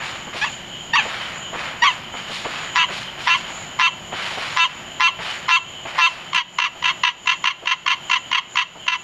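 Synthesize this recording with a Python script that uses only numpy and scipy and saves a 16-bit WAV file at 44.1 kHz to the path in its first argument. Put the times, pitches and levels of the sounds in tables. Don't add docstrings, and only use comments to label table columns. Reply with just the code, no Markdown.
import sys
import numpy as np
from scipy import signal
from scipy.fft import rfft, irfft, next_fast_len
from scipy.io import wavfile
from scipy.ndimage import uniform_filter1d, minimum_filter1d

SR = 44100
rng = np.random.default_rng(int(sys.argv[2]) if len(sys.argv) > 2 else 0)


def transcribe(u):
    v = np.clip(np.atleast_2d(u).T, -1, 1)
    q = np.round(v * 32767).astype(np.int16)
    wavfile.write(sys.argv[1], SR, q)


N = 398223
TIME = np.arange(N) / SR

# start in seconds, length in seconds, time to the crack in seconds,
# length of the crack in seconds, level in dB, pitch before the crack in Hz, pitch after it in Hz,
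# change of level across it in dB.
SQUEAK_CALLS = [(0.416, 0.061, 0.026, .021, -18.5, 891, 954, -8),
                (0.936, 0.054, .017, 0.016, -13, 951, 949, 0),
                (1.823, 0.061, 0.013, 0.032, -12.5, 964, 1090, 3.5)]
# start in seconds, length in seconds, level in dB, cord pitch in Hz, roughness from 0 to 1.
HONK_CALLS = [(2.756, 0.094, -10, 991, 1), (3.271, 0.091, -8.5, 1006, 0.76),
              (3.795, 0.091, -4.5, 1011, 0.44), (4.57, 0.091, -3.5, 1002, 0.28),
              (5.004, 0.088, -4, 1015, 0.25), (5.489, 0.091, -1.5, 1011, 0.22),
              (5.987, 0.095, -1.5, 1006, 0.2)]
# time of the main pulse in seconds, length in seconds, level in dB,
# cord pitch in Hz, level of the lead pulse against the main one in dB, pulse spacing as a ratio.
STUTTER_CALLS = [(6.347, 0.069, -5, 1011, -9, 0.66), (6.602, 0.069, -5.5, 1016, -3, 0.82),
                 (6.841, 0.071, -9.5, 1013, -4.5, 0.77), (7.052, 0.062, -4.5, 1017, 1, 0.79),
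                 (7.274, 0.069, -2.5, 1009, -15.5, 0.89), (7.457, 0.06, -2, 1025, -8, 0.84),
                 (7.674, 0.068, -3.5, 1011, -11.5, 0.82), (7.879, 0.061, -3, 1028, -7, 0.8),
                 (8.114, 0.059, -5, 1010, -7, 0.95), (8.331, 0.06, -2.5, 1015, -7.5, 0.82),
                 (8.572, 0.062, -5, 1010, -7, 0.76), (8.882, 0.078, -10.5, 1012, -9.5, 0.81)]
# frequency in Hz, width in Hz, strength in dB.
TAUT_SAC = [(1035, 364, 1), (1840, 800, 11), (1965, 693, 12), (2822, 184, 10.5), (3250, 56, 5.5),
            (3697, 102, -4.5), (4770, 270, -16), (6160, 137, -13), (6506, 70, -16)]
# frequency in Hz, width in Hz, strength in dB.
SLACK_SAC_MODES = [(1050, 430, -0.5), (1850, 196, 4.5), (2586, 593, -1.5), (3840, 870, -10.5),
                   (4590, 67, -5), (5760, 230, -13)]
# delay in seconds, level in dB.
BRANCH_ECHOES = [(.00187, -36), (.00413, -10), (.0067, -46.5), (0.0104, -11)]
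# start in seconds, hold in seconds, relative level in dB,
# relative crispness in dB.
LEAF_RUSTLES = [(0.0, 0.072, -31, -7), (0.326, 0.097, -35.5, -1.5), (0.994, 0.28, -31.5, -10.5),
                (1.531, .13, -30, -12.5), (1.827, 0.049, -31.5, -6.5), (2.137, 0.11, -37.5, -8),
                (2.274, .1, -38.5, 2), (2.439, 0.18, -31, -10.5), (2.884, 0.096, -33.5, -3.5),
                (3.174, 0.17, -36, -2.5), (3.425, 0.16, -37, -10), (4.119, 0.055, -33, -8),
                (4.18, 0.44, -31.5, -7), (5.186, 0.15, -31, -7.5), (5.851, .04, -34.5, -9.5),
                (5.945, 0.11, -31, -5)]
# start in seconds, relative peak in dB.
LITTER_CRUNCHES = [(0.271, -25), (0.346, -21), (1.05, -20.5), (1.523, -22.5), (1.545, -22), (2.137, -24),
                   (2.295, -23), (2.451, -16), (2.894, -21), (3.176, -24.5), (3.495, -25.5), (4.119, -20),
                   (4.372, -21), (5.19, -22), (5.851, -22), (6.746, -30), (7.149, -29), (7.62, -22),
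                   (8.752, -27.5)]
# frequency in Hz, relative strength in dB per Hz.
LEAF_SPECTRUM = [(150, -22.5), (400, -13.5), (600, -4.5), (1300, 0), (2400, -0.5), (3300, -6),
                 (4500, -13.5), (6000, -23.5), (9000, -33.5), (11500, -38), (14000, -84)]
# frequency in Hz, relative strength in dB per Hz.
LITTER_SPECTRUM = [(150, 2), (350, 7.5), (700, 12), (1300, 6), (2500, -22), (5000, -61), (14000, -71)]
# frequency in Hz, relative strength in dB per Hz.
NIGHT_SPECTRUM = [(20, -12.5), (50, -5), (90, -2.5), (160, 4), (280, -4), (450, -7), (650, -1), (1500, -6),
                  (2600, -5.5), (4000, -14), (5500, -22), (8500, -37), (13000, -30.5), (15000, -58)]
# frequency in Hz, width in Hz, relative level in dB.
FAR_CHORUS = [(3040, 266, -37), (6935, 414, -43.5)]
# frequency in Hz, relative level in dB.
FAINT_HUM = [(182, -58), (253, -60), (360, -52.5)]
# time in seconds, gain in dB.
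BACKGROUND_GAIN = [(0, -2.5), (2.5, -2.5), (4.7, -2), (5.8, -4), (6.6, -5), (7.6, -2), (9.0, -7.5)]

JITTER, SHIMMER_DB = .03, 3
SAC_LOW_HZ = 840
SQUEAK_ROUGH = .55
START_RASP = .5
STUTTER_ROUGH, STUTTER_RASP = .5, .7
STUTTER_AIR_DB = -17
BEND_PER_DB = .0025
PUSH_GAP_S, PUSH_HOLD_S, PUSH_RISE_S, PUSH_FALL_S = .015, 0.00229, .003, 0.0043
GAP_GROWTH, HOLD_GROWTH, RISE_GROWTH = 1.3, 2.335, 1.1
FLIP_BEFORE_S, FLIP_RATIO, SAG_PER_S = 0.01543, 1.10, 7.5
FADE_BEFORE_S, FADE_DB_PER_S, TAIL_S = 0.0049, 1395, 0.029
RUSTLE_ATTACK_S, RUSTLE_FADE_DB_PER_S, RUSTLE_DULL_DB_PER_S = 0.004, 55.5, 39.5
NIGHT_DB, WOODS_DB, WOODS_T60_S = -35.5, -23.5, 0.32
CUTOFF_HZ = 14400


def squeaks(attack_s=0.0031, attack_db=14, decay_s=0.038, decay_db=20, rise_hz_per_s=3000,
            sag_hz_per_s=4300, crack_ratio=1.2, break_s=0.0036, crack_rasp=0.22, tone_rasp=0.13,
            end_slack=0.15, wander=.012, uneven_db=-1.0, snap_db=-14):
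    out = np.zeros(N)
    for start, length, crack_at, crack_length, db, open_hz, close_hz, close_db in SQUEAK_CALLS:
        t = np.arange(-2 * attack_s, length + decay_s, 1 / SR)
        since_crack = t - crack_at - crack_length
        cracked, healed = ramp(t - crack_at, break_s), ramp(since_crack, break_s)
        broken = cracked - healed
        filled = ramp(t - crack_at, crack_length)

        climbing = open_hz + rise_hz_per_s * np.minimum(t - crack_at, 0)
        climbing = climbing * (1 + (crack_ratio - 1) * cracked)
        sagging = close_hz - sag_hz_per_s * since_crack
        pitch = (1 - healed) * climbing + healed * sagging
        pitch = pitch * (1 + wander * drift(158, len(t)))

        edges_db = -attack_db * ramp(-t, attack_s) - decay_db * ramp(t - length, decay_s)
        level_db = db + close_db * filled + edges_db + uneven_db * drift(154, len(t))
        rasp = tone_rasp + crack_rasp * broken
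        slack = 1 - (1 - end_slack) * filled
        squeak = voice(pitch, level_db, rasp, SQUEAK_ROUGH + broken, slack, soft_closure=0.2)
        add(out, start + t[0], squeak)
        add(out, start + crack_at, snap(db + snap_db))
    return out


def honks(flutter_hz=152, flutter_s=0.028, flutter_depth=0.78, sag_db_per_s=38, start_sharp=0.022,
          lead_s=0.009, lead_db=-14, rise_s=0.0011, start_slack=0.66, rough_slack=0.074,
          held_slack=0.16, hollow_hz=1950, hollow_width_hz=900, hollow_depth=0.73):
    out = np.zeros(N)
    for start, length, db, hz, rough in HONK_CALLS:
        t = np.arange(-lead_s, length + TAIL_S, 1 / SR)
        bend, fade_db, locked = release(t - length)
        unsettled = np.exp(-(t / flutter_s) ** 4)
        beats = 1 - min(flutter_depth, 1) * unsettled * np.cos(np.pi * flutter_hz * t) ** 2
        swell_db = lead_db * ramp(-t, rise_s) - sag_db_per_s * t
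        pitch = hz * bend * (1 + start_sharp * unsettled)
        rasp = locked * (1 - (1 - START_RASP) * unsettled) * (t > 0)
        ragged = rough + unsettled + .5 * (1 - locked)
        slack = held_slack + start_slack * unsettled + rough_slack * rough
        honk = beats * voice(pitch, db + fade_db + swell_db, rasp, ragged, slack, air_db=-25)
        middle = signal.lfilter(*signal.iirpeak(hollow_hz, hollow_hz / hollow_width_hz, fs=SR), honk)
        hollow = hollow_depth * (1 - unsettled) * (1 - rough)
        add(out, start + t[0], honk - hollow * middle)
    return out


def stutters(lead_sharp=0.048, uneven_db=3.68, slack=0.37, lead_slack=0.2, lead_rasp=0.24,
             thin_hz=1200, snap_db=-25, snap_spread_db=3.5, wander=0.02):
    out = np.zeros(N)
    for start, length, db, hz, lead_db, spacing in STUTTER_CALLS:
        t = np.arange(-PUSH_GAP_S - 2 * PUSH_RISE_S, length + TAIL_S, 1 / SR)
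        bend, fade_db, locked = release(t - length)
        push_db = pushes(t, spacing, 0)
        lead = ramp(-t, PUSH_GAP_S / 2)
        pitch_shift = lead_sharp * lead + BEND_PER_DB * push_db + wander * drift(119.7, len(t))
        pitch = hz * bend * (1 + pitch_shift)
        level_db = db + pushes(t, spacing, lead_db) + fade_db + uneven_db * drift(100.4, len(t))
        stumble = 1 - from_db(push_db)
        ragged = STUTTER_ROUGH + .5 * (1 - locked) + stumble
        rasp = STUTTER_RASP * locked * (1 - lead) + lead_rasp * lead
        call = voice(pitch, level_db, rasp, ragged, slack + lead_slack * lead,
                     air_db=STUTTER_AIR_DB, top_hz=8100)
        add(out, start + t[0], call)
        add(out, start, snap(db + snap_db + snap_spread_db * rng.standard_normal()))
    return cut(out, thin_hz, "high", order=1)


def voice(cord_hz, level_db, rasp, rough, slack, air_db=-22, soft_closure=0.1, top_hz=7800):
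    size = len(cord_hz)
    jittered_hz = cord_hz * (1 + JITTER * rough * drift(600, size))
    phase = 2 * np.pi * np.cumsum(jittered_hz) / (3 * SR)
    rasp, slack = np.clip(rasp, 0, 1), np.clip(slack, 0, 1)
    slope = soft_closure * (1 - rasp)
    pulses = 0
    for k in range(3, 27):
        strength = (rasp if k % 3 else 1) * (6 / k) ** slope
        pulses = pulses + np.cos(k * phase) * strength
    pulses = rms_one(pulses) * from_db(SHIMMER_DB * rough * drift(509.8, size))
    flow = pulses + from_db(air_db) * (1 + 2 * rough) * rng.standard_normal(size)
    ringing = (1 - slack) * resonate(flow, TAUT_SAC) + slack * resonate(flow, SLACK_SAC_MODES)
    sound = cut(ringing, top_hz, "low", order=6)
    even = sound / np.sqrt(uniform_filter1d(sound ** 2, size=264) + 1e-9)
    shaped = even * from_db(level_db) * signal.windows.tukey(size, .06)
    return cut(shaped, SAC_LOW_HZ, "high", order=8)


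def resonate(x, modes):
    out = 0
    for k, (hz, width_hz, db) in enumerate(modes):
        ring = signal.lfilter(*signal.iirpeak(hz, hz / width_hz, fs=SR), x)
        out = out + (-1) ** k * from_db(db) * ring
    return out


def release(t, flip_s=0.0048, loose_rasp=.04, flip_db=-2):
    since_flip = t + FLIP_BEFORE_S
    flipped = ramp(since_flip + flip_s, flip_s)
    bend = 1 + (FLIP_RATIO - 1) * flipped - SAG_PER_S * np.maximum(since_flip, 0)
    fade_db = flip_db * flipped - FADE_DB_PER_S * np.maximum(t + FADE_BEFORE_S, 0)
    return bend, fade_db, 1 - (1 - loose_rasp) * flipped


def pushes(t, spacing, lead_db, tire_db=1.62, dip_db=-30, count=4):
    at = -PUSH_GAP_S
    flow_db = dip_db + lead_db * (t < 0) - 20 * ramp(-PUSH_GAP_S - t, PUSH_RISE_S)
    for k in range(count):
        early = np.maximum(at - t, 0) / (PUSH_RISE_S * RISE_GROWTH ** k)
        late = np.maximum(t - at - PUSH_HOLD_S * HOLD_GROWTH ** k, 0) / PUSH_FALL_S
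        late = late * (k < count - 1)
        peak_db = -tire_db * (k - 1) if k else lead_db
        flow_db = np.maximum(flow_db, peak_db - 20 * (early + late))
        at += PUSH_GAP_S * GAP_GROWTH ** k * (spacing if k else 1)
    return flow_db


def snap(db, decay_s=0.0044, low_hz=2500, top_hz=7000):
    t = np.arange(SR // 50) / SR
    noise = cut(rng.standard_normal(len(t)), [low_hz, top_hz], "band", order=2)
    return from_db(db) * np.exp(-t / decay_s) * noise


def branch(x):
    out = x.copy()
    for delay_s, db in BRANCH_ECHOES:
        add(out, delay_s, from_db(db) * x)
    return out


def woods(x, dull_hz=5500, first_s=0.0057):
    t = np.arange(SR // 2) / SR
    noise = cut(rng.standard_normal(len(t)), dull_hz, "low", order=2)
    scatter = noise * from_db(-60 * t / WOODS_T60_S) * (t > first_s)
    return from_db(WOODS_DB) * signal.fftconvolve(x, scatter / np.linalg.norm(scatter))[:N]


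def leaves(rustle_db=1.5, crisp_db=13, split_hz=3500, clump_db=1.6, crunch_db=-10, crunch_s=0.013,
           crisp_rise_s=0.054):
    body_power, crackle_power = np.zeros(N), np.zeros(N)
    age = TIME[:2 * SR]
    for start, hold, db, crispness_db in LEAF_RUSTLES:
        settling = np.maximum(age - hold, 0)
        swell_db = db + rustle_db - RUSTLE_FADE_DB_PER_S * settling
        swell = ramp(age, RUSTLE_ATTACK_S) * from_db(swell_db)
        bright_db = crispness_db + crisp_db - RUSTLE_DULL_DB_PER_S * settling
        crisp = ramp(age, crisp_rise_s) * from_db(bright_db)
        add(body_power, start, swell ** 2)
        add(crackle_power, start, (swell * crisp) ** 2)
    snaps = colour(grains(7000, spread_db=2.5), LEAF_SPECTRUM) * from_db(clump_db * drift(70, N))
    body = cut(snaps, split_hz, "low", order=3)
    crackle = cut(snaps, split_hz, "high", order=3)
    rustle = np.sqrt(body_power) * body + np.sqrt(crackle_power) * crackle

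    crunch_gain = np.zeros(N)
    age = TIME[:SR // 5] / crunch_s
    for start, db in LITTER_CRUNCHES:
        add(crunch_gain, start, from_db(db + crunch_db) * np.sqrt(age) * np.exp(1 - age))
    return rustle + crunch_gain * colour(grains(4000, spread_db=5.0), LITTER_SPECTRUM)


def grains(per_s, spread_db):
    sizes = from_db(spread_db * np.minimum(rng.exponential(1, N), 4)) * rng.choice([-1, 1], N)
    return sizes * (rng.random(N) < per_s / SR)


def night(throb_db=3.5, rumble_hz=350, rumble_db=2.0, rumble_fade_db_per_s=0.46):
    air = from_db(NIGHT_DB) * colour(rng.standard_normal(N), NIGHT_SPECTRUM)
    rumble = cut(air, rumble_hz, "low", order=3) * from_db(rumble_db - rumble_fade_db_per_s * TIME)
    out = rumble + cut(air, rumble_hz, "high", order=3)
    for hz, width_hz, db in FAR_CHORUS:
        band = cut(rng.standard_normal(N), [hz - width_hz / 2, hz + width_hz / 2], "band", order=2)
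        out += rms_one(band) * from_db(db + throb_db * drift(13, N))
    for hz, db in FAINT_HUM:
        phase = 2 * np.pi * np.cumsum(hz * (1 + 0.01012 * drift(5.7, N))) / SR
        out += np.sqrt(2) * from_db(db) * np.sin(phase)
    return out * from_db(follow(BACKGROUND_GAIN, TIME)[0])


def from_db(db):
    return 10 ** (np.asarray(db) / 20)


def rms_one(x):
    return x / np.sqrt(np.mean(x ** 2) + 1e-20)


def ramp(t, length_s):
    return np.clip(t / length_s, 0, 1)


def drift(rate, size):
    steps = np.arange(size) * rate / SR
    return np.interp(steps, np.arange(size), rng.standard_normal(size))


def follow(rows, t):
    s, *columns = np.transpose(rows)
    return [np.interp(t, s, c) for c in columns]


def add(out, start_s, sound):
    i = max(int(start_s * SR), 0)
    out[i:i + len(sound)] += sound[:max(N - i, 0)]


def cut(x, hz, kind, order):
    return signal.sosfilt(signal.butter(order, hz, kind, fs=SR, output="sos"), x)


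def colour(x, spectrum):
    hz, db = np.transpose(spectrum)
    size = next_fast_len(N)
    bins = np.maximum(np.arange(size // 2 + 1) * SR / size, 1)
    gain = from_db(np.interp(np.log(bins), np.log(hz), db))
    return rms_one(irfft(rfft(x, size) * gain, size)[:N])


def scene():
    frog = branch(squeaks() + honks() + stutters())
    return (frog + woods(frog) + leaves() + night())[None]


def record(dry, ceiling_db=-4, release_db_per_s=55):
    peak_db = 20 * np.log10(np.abs(dry[0]) + 1e-9)
    over_db = np.maximum(peak_db - ceiling_db, 0)
    recovery_db = release_db_per_s * TIME
    held_db = np.maximum.accumulate(over_db + recovery_db) - recovery_db
    gain_db = uniform_filter1d(minimum_filter1d(-held_db, size=100), size=100)
    top_cut = signal.ellip(10, .1, 80, CUTOFF_HZ, fs=SR, output="sos")
    return signal.sosfilt(top_cut, dry * from_db(gain_db))


dry = scene()
out = record(dry)
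transcribe(out)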